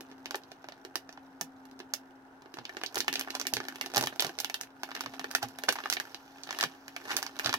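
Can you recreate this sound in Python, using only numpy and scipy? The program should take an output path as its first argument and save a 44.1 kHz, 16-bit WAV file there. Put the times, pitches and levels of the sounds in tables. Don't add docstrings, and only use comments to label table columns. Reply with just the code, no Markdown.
import sys
import numpy as np
from scipy import signal
from scipy.fft import rfft, irfft
from scipy.io import wavfile
from scipy.ndimage import uniform_filter1d

SR = 44100
rng = np.random.default_rng(int(sys.argv[2]) if len(sys.argv) > 2 else 0)


def log_audio(samples):
    frames = np.atleast_2d(samples).T
    limited = np.clip(frames, -1, 1)
    pcm = np.round(limited * 32767).astype(np.int16)
    wavfile.write(sys.argv[1], SR, pcm)


N = 334626


def undb(db):
    return 10 ** (np.asarray(db) / 20)


def unit(x):
    return x / np.sqrt(np.mean(x ** 2) + 1e-30)


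def colour(hz, points):
    at, value = np.transpose(points)
    return np.interp(np.log(hz + 1), np.log(at), value)


def causal(db):
    cepstrum = irfft(np.log(undb(db)))
    half = cepstrum.shape[-1] // 2
    cepstrum[..., 1:half] *= 2
    cepstrum[..., half + 1:] = 0
    return np.exp(rfft(cepstrum))


def bins(size):
    return np.fft.rfftfreq(size, 1 / SR)


def convolve(x, response):
    return signal.oaconvolve(x, response)[:N]


def shape(x, points):
    return convolve(x, irfft(causal(colour(bins(1024), points))))


def resonate(x, hz, width_hz):
    return signal.lfilter(*signal.iirpeak(hz, hz / width_hz, fs=SR), x)


def add(track, start_s, sound):
    start = max(int(start_s * SR), 0)
    part = sound[:max(N - start, 0)]
    track[start:start + len(part)] += part


def grain_sizes(count, spread_db):
    excess = np.minimum(rng.exponential(size=count), 3)
    return undb(spread_db * excess) * rng.choice([-1, 1], count)


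def spread(common, apart, split_hz):
    angle = np.pi / 4 * np.clip(bins(len(common)) / split_hz, 0.35, 1)
    mid = rfft(common) * np.cos(angle)
    side = rfft(apart) * np.sin(angle)
    return irfft(np.array([mid + side, mid - side]), len(common))


# time in seconds, level in dB before hum_db, pan_db and flutter.
HUM_LEVEL = [(0, -56), (.3, -55), (.5, -64.5), (1.5, -55), (2.35, -60.5), (2.7, -69), (3.2, -53),
             (3.95, -57), (4.55, -64), (5.2, -52), (6.0, -63), (7.59, -56.5)]
# frequency in Hz, relative spectral level in dB.
AIR_COLOUR = [(30, -18.5), (90, -9), (150, -3.5), (205, -12.5), (280, -5), (380, -2.5), (560, -6.5),
              (840, 2.5), (1130, -8), (1500, -3), (1750, -10), (2300, -20), (5000, -32.5), (16000, -39)]


def fan(air_db=-57.5, hum_db=1.1, pan_db=1, waver=0.29):
    hum_hz, swing_hz, swing_period_s, highest_s = 266.8, 2.06, 1.83, 0.97
    rise_from_s, rise_hz_per_s = 5.8, 3.92
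    t = np.arange(N) / SR
    swing = swing_hz * np.cos(2 * np.pi * (t - highest_s) / swing_period_s)
    pitch_hz = hum_hz + swing + rise_hz_per_s * np.maximum(t - rise_from_s, 0)
    tone = np.sqrt(2) * np.sin(2 * np.pi * np.cumsum(pitch_hz) / SR)
    flutter = 1 + waver * unit(resonate(rng.standard_normal(N), 5.3, 20))
    level_db = np.interp(t, *np.transpose(HUM_LEVEL)) + hum_db
    hum = undb(level_db) * flutter * tone
    air = [unit(shape(rng.standard_normal(N), AIR_COLOUR)) for _ in range(2)]
    return undb(air_db) * spread(*air, split_hz=1380) + hum * undb([[pan_db], [-pan_db]])


# time in seconds, effort in dB, from which other levels are set.
EFFORT = [(0, -66), (1.8, -71.5), (2.4, -71.5), (2.85, -56), (3.6, -56), (4.25, -57), (4.6, -58.5),
          (4.72, -71), (4.87, -54.5), (5.55, -57.5), (5.83, -49), (6.3, -65), (6.58, -49), (6.85, -69.5),
          (7.17, -44), (7.33, -61), (7.47, -42.5), (7.59, -73)]


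def handling(s):
    return np.interp(s, *np.transpose(EFFORT))


# frequency in Hz, relative level in dB.
TICK_COLOUR = [(100, 6), (350, 6), (800, 9), (1700, 6), (3000, -0.5), (6000, -6.5), (16000, -14.5)]


def ticks(per_s=200, spread_db=3.0, ring_s=0.00059, gain_db=-1):
    faces = len(FACE_LAGS)
    ring_t = np.arange(256) / SR
    happens = rng.random(N) < per_s / SR
    clicks = shape(grain_sizes(N, spread_db) * happens, TICK_COLOUR)
    face = np.repeat(rng.integers(0, faces, N // 256 + 1), 256)[:N]
    rings = rng.standard_normal((faces, 256)) * np.exp(-ring_t / ring_s)
    film = np.array([convolve(clicks * (face == k), unit(rings[k])) for k in range(faces)])
    effort = undb(handling(np.arange(N) / SR) + gain_db)
    return effort * unit(film) / np.sqrt(faces)


# frequency in Hz, relative level in dB.
SLIDE_COLOUR = [(200, -20), (800, 7), (2000, 2), (5500, -3.5), (9000, -16), (16000, -6)]


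def slide(gain_db=-10, inside_db=-67, enters_s=5.7, fade_s=0.13):
    t = np.arange(N) / SR
    inside = undb(inside_db) * np.clip((t - enters_s) / fade_s, 0, 1)
    level = undb(handling(t) + gain_db) + inside
    return level * unit(shape(rng.standard_normal(N), SLIDE_COLOUR))


# centre in Hz, 60 dB decay time in seconds, relative level in dB.
TAIL_BANDS = [(195, 0.2, 0), (500, 0.092, 0), (1200, 0.052, -5.5), (2720, 0.12, -2.5), (6000, 0.1, -7),
              (12600, .11, -2.5)]


def room_tail(build_s=0.00043):
    size = 8192
    t, hz = np.arange(size) / SR, bins(size)
    noise = rfft(rng.standard_normal(size))
    centres_hz = np.array(TAIL_BANDS)[:, 0]
    tail = np.zeros(size)
    for (_, t60, db), share in zip(TAIL_BANDS, np.eye(len(TAIL_BANDS))):
        band = irfft(noise * colour(hz, np.c_[centres_hz, share]))
        decay = np.exp(-np.log(1000) * t / t60) * (1 - np.exp(-(t / build_s) ** 2))
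        tail += undb(db) * band * unit(decay) / np.sqrt(size)
    return tail


def lesser_creases(count=90, crowding=0.4):
    above_effort_db, scatter_db, low_hz, high_hz, crack_db, fizz_db = 10.5, 2, 540, 4130, -11.5, -9.5

    def vary(chance):
        return scatter_db * (2 * chance - 1)

    when, size, facet, crack, fizz = rng.random((count, 5)).T
    t = np.arange(N) / SR
    work = np.cumsum(undb(crowding * handling(t)))
    s = np.interp(when, work / work[-1], t)
    level_db = handling(s) + above_effort_db + vary(size)
    facet_hz = low_hz * (high_hz / low_hz) ** facet
    return np.c_[s, level_db, facet_hz, crack_db + vary(crack), fizz_db + vary(fizz)]


def panel_bass(s, db, crack_db):
    lifted_s, lap_db, lifted_db = 4.45, 0, -7
    typical_snap_db, loss_per_db, bass_per_crack_db = -32, 0.5, 0.37
    held_db = lap_db if s < lifted_s else lifted_db
    return held_db - loss_per_db * (db - typical_snap_db) + bass_per_crack_db * crack_db


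# start in seconds, level in dB before gain_db, facet pitch in Hz,
# crack against mids in dB, fizz against crack in dB.
MAIN_CREASES = [(.008, -41, 546, -2, -7.5), (.115, -49, 6700, -7, -26), (.258, -35, 2400, 0.5, -16),
                (.309, -33.5, 1370, 0.5, -13.5), (.345, -29.5, 596, -11.5, -25), (.356, -36, 453, 4, -3),
                (.436, -53.5, 820, 16.5, -25), (.5175, -43.5, 690, -0.5, -15), (.643, -42, 765, -14, -16),
                (.687, -39, 650, -5.5, -17), (.722, -46, 4500, -7, -20), (.85, -41, 440, -3.5, -12),
                (.9565, -27, 4960, -7.5, -4.5), (1.092, -43.5, 5800, -10.5, -14),
                (1.127, -50.5, 5500, -3, -10), (1.175, -44.5, 790, -14, -24),
                (1.4114, -29, 6000, -5.5, -0.5), (1.654, -52, 820, -5, -4), (1.713, -55, 468, 3, -13),
                (1.792, -49, 540, 7.5, -10), (1.802, -40, 454, -5, -21), (1.937, -26.5, 5870, -1, -4),
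                (2.421, -53.5, 1200, -1, -14), (2.459, -49.5, 900, -12, -21), (2.541, -42, 437, -1.5, -14),
                (2.571, -42, 1050, -13, -9), (2.587, -38.5, 1160, -2, -27.5), (2.653, -37, 2580, 11.5, -27),
                (2.694, -39.5, 1900, -8.5, -14), (2.769, -35, 7600, -9, -21), (2.815, -38, 990, -6, -22.5),
                (2.836, -29, 2750, -9, -7.5), (2.862, -33.5, 2000, 26, -24), (2.945, -37, 6060, -10, 2),
                (2.957, -29.5, 1020, 6.5, -6.5), (2.970, -29, 540, -11, -25), (2.979, -30.5, 1030, 3, -6),
                (2.987, -31.5, 750, 23, -3), (3.0045, -25, 1800, 9, -15), (3.0454, -45, 900, -4, -11),
                (3.081, -22.5, 2740, -8.5, -10), (3.128, -30, 2290, 2, -9), (3.1394, -32, 1800, 10, -12),
                (3.156, -27, 2500, 7.5, -17), (3.195, -28.5, 1970, 1, 0.5), (3.211, -30.5, 2860, -3, -8),
                (3.275, -37.5, 640, -21.5, -16), (3.285, -39.5, 1200, -17, -10),
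                (3.305, -34.5, 2200, 10, -16), (3.352, -30, 710, 6, -12), (3.398, -32, 6300, -2, -8),
                (3.4135, -31.5, 6100, -2, -11), (3.453, -40, 2200, -11, -12), (3.469, -26, 2170, 5, -3.5),
                (3.537, -23.5, 610, 9, -9), (3.568, -27.5, 1850, 2, -17), (3.603, -32, 5550, -18, -14),
                (3.6845, -33, 1710, -2, -11), (3.758, -39.5, 2900, -7, -4), (3.812, -27, 2230, -3, -9),
                (3.861, -35, 540, 2, -13), (3.938, -35.5, 610, -10, -3), (3.947, -31, 750, 4, -17),
                (3.961, -24.5, 620, -5, -2), (3.969, -23, 5340, 0, -13), (3.979, -20, 674, -5.5, -4),
                (4.011, -27.5, 624, -1, -6), (4.026, -31, 950, -1.5, -2), (4.0385, -28, 850, -1.5, -12),
                (4.06, -37, 750, 17, -7), (4.072, -27.5, 3260, -6.5, -6), (4.126, -40.5, 630, -18, -31),
                (4.16, -43, 650, -8, -5), (4.196, -22.5, 3600, 5.5, -21), (4.205, -24, 2900, -4, 3),
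                (4.223, -26, 635, 2, -14), (4.247, -28.5, 694, -2.5, -10.5), (4.267, -35, 450, 7, -10),
                (4.294, -36.5, 680, -9, -11), (4.388, -30.5, 1920, 8, -13), (4.402, -27.5, 790, 7.5, -3.5),
                (4.446, -27.5, 2900, 0, -9), (4.4985, -34, 2200, -2, -9), (4.543, -28, 3400, -1.5, -6),
                (4.612, -33, 6600, -4, -2.5), (4.634, -42, 1900, 1, -9), (4.8335, -30, 670, -7.5, -10.5),
                (4.89, -41.5, 650, -23, -4), (4.916, -37.5, 1120, -4.5, -28), (4.9515, -35, 1310, 1.5, -14),
                (4.965, -37.5, 2200, -5, -14.5), (4.974, -42, 2100, -5, -26),
                (5.008, -29.5, 1180, -2.5, -10), (5.061, -33, 1290, -5, -21),
                (5.195, -34, 820, -3.5, -13.5), (5.243, -32, 462, -12, -13), (5.313, -35.5, 4740, -9, 0.5),
                (5.350, -19.5, 1560, -2.5, -6), (5.429, -30, 660, -4, -7.5), (5.486, -47, 1660, 15, -5),
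                (5.587, -37.5, 4130, -14, 2), (5.637, -31, 524, -8, -6.5), (5.686, -23, 500, -19, -15),
                (5.6897, -18, 1580, -0.5, -12.5), (5.725, -29, 1200, -2, 0),
                (5.756, -36.5, 720, -10, -13.5), (5.787, -33.5, 1120, -11, -26),
                (5.838, -37.5, 2640, -7, -26), (5.858, -28.5, 1070, -16, -18.5), (5.9, -24.5, 1450, 7, -7),
                (5.926, -24.5, 2030, 3, -10), (5.937, -30.5, 1200, 19, -7), (5.9686, -30, 2280, 1.5, -42.5),
                (6.0, -29.5, 1700, -3.5, -8.5), (6.146, -37, 770, 5.5, -23), (6.435, -40, 7500, 20, -22),
                (6.491, -37, 620, -6, -36), (6.508, -32, 6630, -4.5, -20), (6.527, -39.5, 2170, -4, -10),
                (6.588, -30, 1200, -3.5, -7), (6.610, -25, 1450, 8, -16.5), (6.628, -27.5, 620, -1.5, -10),
                (6.638, -22, 490, -5.5, -15), (6.881, -40.5, 2020, -1.5, -10.5),
                (6.964, -33.5, 2330, -5.5, -12), (7.105, -34, 2000, -15, -17), (7.115, -30.5, 940, -1, -26),
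                (7.167, -22, 1380, 8.5, -4), (7.228, -29.5, 5200, -11.5, -2),
                (7.265, -33.5, 5100, -7.5, -12), (7.39, -35.5, 1050, 4.5, -11),
                (7.396, -28.5, 2240, -10, -5), (7.446, -32, 1200, 11, -22), (7.460, -23.5, 1300, 8, -21),
                (7.494, -27.5, 550, -2.5, -19), (7.5285, -29, 1310, 2, -19), (7.54, -22, 1020, -5, -11)]


def snaps(ring_s=0.0013, settle_s=0.002, settle_db=-6, facet_db=7, facet_width=0.27, gain_db=23.0):
    size = 2048
    t, hz = np.arange(size) / SR, bins(size)
    faces = np.zeros((len(FACE_LAGS), N))
    for k, (s, db, facet_hz, crack_db, fizz_db) in enumerate(np.vstack([MAIN_CREASES, lesser_creases()])):
        ring = rng.standard_normal(size) * np.exp(-t / ring_s)
        slips = rng.standard_normal(size) ** 3 * np.exp(-t / settle_s)
        push = (unit(ring) + undb(settle_db) * unit(slips)) / np.sqrt(size)
        push[0] += rng.choice([-1, 1])
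        push = rfft(push)
        film_db = -10 * np.log10(uniform_filter1d(np.abs(push) ** 2, size=32))
        bass_db = panel_bass(s, db, crack_db)
        film_db += colour(hz, [(70, bass_db - 18), (330, bass_db), (800, 0.003), (1700, 0.0093),
                               (4200, crack_db), (10000, crack_db + fizz_db)])
        film_db += facet_db * np.exp(-(np.log((hz + 1) / facet_hz) / facet_width) ** 2)
        snap = unit(irfft(push * causal(film_db))) / np.sqrt(size)
        add(faces[k % len(faces)], s, undb(db + gain_db) * snap)
    return faces


# middle in seconds, half length in seconds,
# level in dB before gain_db, pitch in Hz.
RUB_EVENTS = [(0.344, 0.037, -49.5, 695), (2.966, 0.0099, -38, 604), (3.357, 0.016, -38, 900),
              (3.975, .022, -33.5, 800), (4.028, 0.014, -34.5, 694), (4.256, 0.04, -43, 750),
              (5.435, 0.012, -32.5, 1020), (5.688, 0.0046, -22.5, 500), (5.791, .012, -46, 1000),
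              (6.631, 0.0055, -30.5, 1290), (7.11, 0.025, -34.5, 1460), (7.471, 0.044, -40, 1290)]


def rubs(per_s=1500, spread_db=4, breadth=0.6, gain_db=-2):
    t = np.arange(-4096, 4096) / SR
    out = np.zeros(N)
    for s, half_s, db, hz in RUB_EVENTS:
        grains = grain_sizes(len(t), spread_db) * (rng.random(len(t)) < per_s / SR)
        panel = unit(resonate(grains, hz, hz * breadth))
        swell = np.exp(-(t / half_s) ** 2)
        add(out, s + t[0], undb(db + gain_db) * panel * swell)
    return out


# start in seconds, level in dB before gain_db, thud pitch in Hz.
PANEL_FLEXES = [(1.414, -48, 169), (2.581, -47, 135), (2.965, -50, 123), (3.089, -49, 166),
                (3.529, -45, 119), (3.567, -43.5, 138), (3.969, -35, 124), (4.012, -38, 130),
                (4.037, -43, 123), (4.241, -44.5, 164), (5.062, -48, 123), (5.43, -40.5, 112),
                (6.637, -43.5, 177), (7.455, -38.5, 119), (7.485, -44.5, 107), (7.539, -48, 83.4)]
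# frequency in Hz, width in Hz, level in dB against the panel's own thud.
HOLLOW_MODES = [(256, 17.4, -2), (370, 300, -9.5), (472, 46, -3), (650, 40, -2), (820, 47, -5.5)]


def flexes(push_s=0.0056, hard_hz=600, panel_width_hz=45, gain_db=-5):
    t = np.arange(4096) / SR
    out = np.zeros(N)
    for s, db, panel_hz in PANEL_FLEXES:
        contact = signal.butter(2, [panel_hz * 0.53, hard_hz], "bandpass", fs=SR, output="sos")
        push = signal.sosfilt(contact, rng.standard_normal(len(t)) * np.exp(-t / push_s))
        panel = unit(resonate(push, panel_hz, panel_width_hz))
        hollow = sum(undb(mode_db) * unit(resonate(push, hz, width)) for hz, width, mode_db in HOLLOW_MODES)
        add(out, s, undb(db + gain_db) * unit(panel + hollow))
    return out


FACE_LAGS = [3, 5, 6, 7, 8, 10]
# frequency in Hz, left in dB, right in dB.
PORT_COLOUR = [(65.6, -9.5, -14.5), (379, 2.5, 6.5), (550, -7.5, -3.5), (800, -0.5, 1.5), (1016, -3, -1),
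               (1627, -1.5, 3.5), (1785, 10, -1.5), (1950, -7, 0.5), (2900, 2, 0.5), (3600, -4, 2),
               (6110, -2.5, 8.5), (8380, -1.5, -5.5), (11700, 0, 4), (16300, -11.5, -6.5)]


def scene():
    faces = snaps() + ticks()
    faces[len(faces) // 2] += flexes() + rubs() + slide()
    heard = np.zeros((2, N))
    for sound, lag in zip(faces, FACE_LAGS):
        left, right = spread(room_tail(), room_tail(), split_hz=1750)
        left[lag] += 1
        right[0] += 1
        heard += [convolve(sound, left), convolve(sound, right)]
    ports = np.array(PORT_COLOUR)
    coloured = [shape(heard[c], ports[:, [0, c + 1]]) for c in range(2)]
    return np.array(coloured) + fan()


def record(dry, top_hz=16000):
    low_pass = signal.ellip(8, 0.2, 70, top_hz, fs=SR, output="sos")
    return signal.sosfilt(low_pass, np.tanh(dry))


dry = scene()
out = record(dry)
log_audio(out)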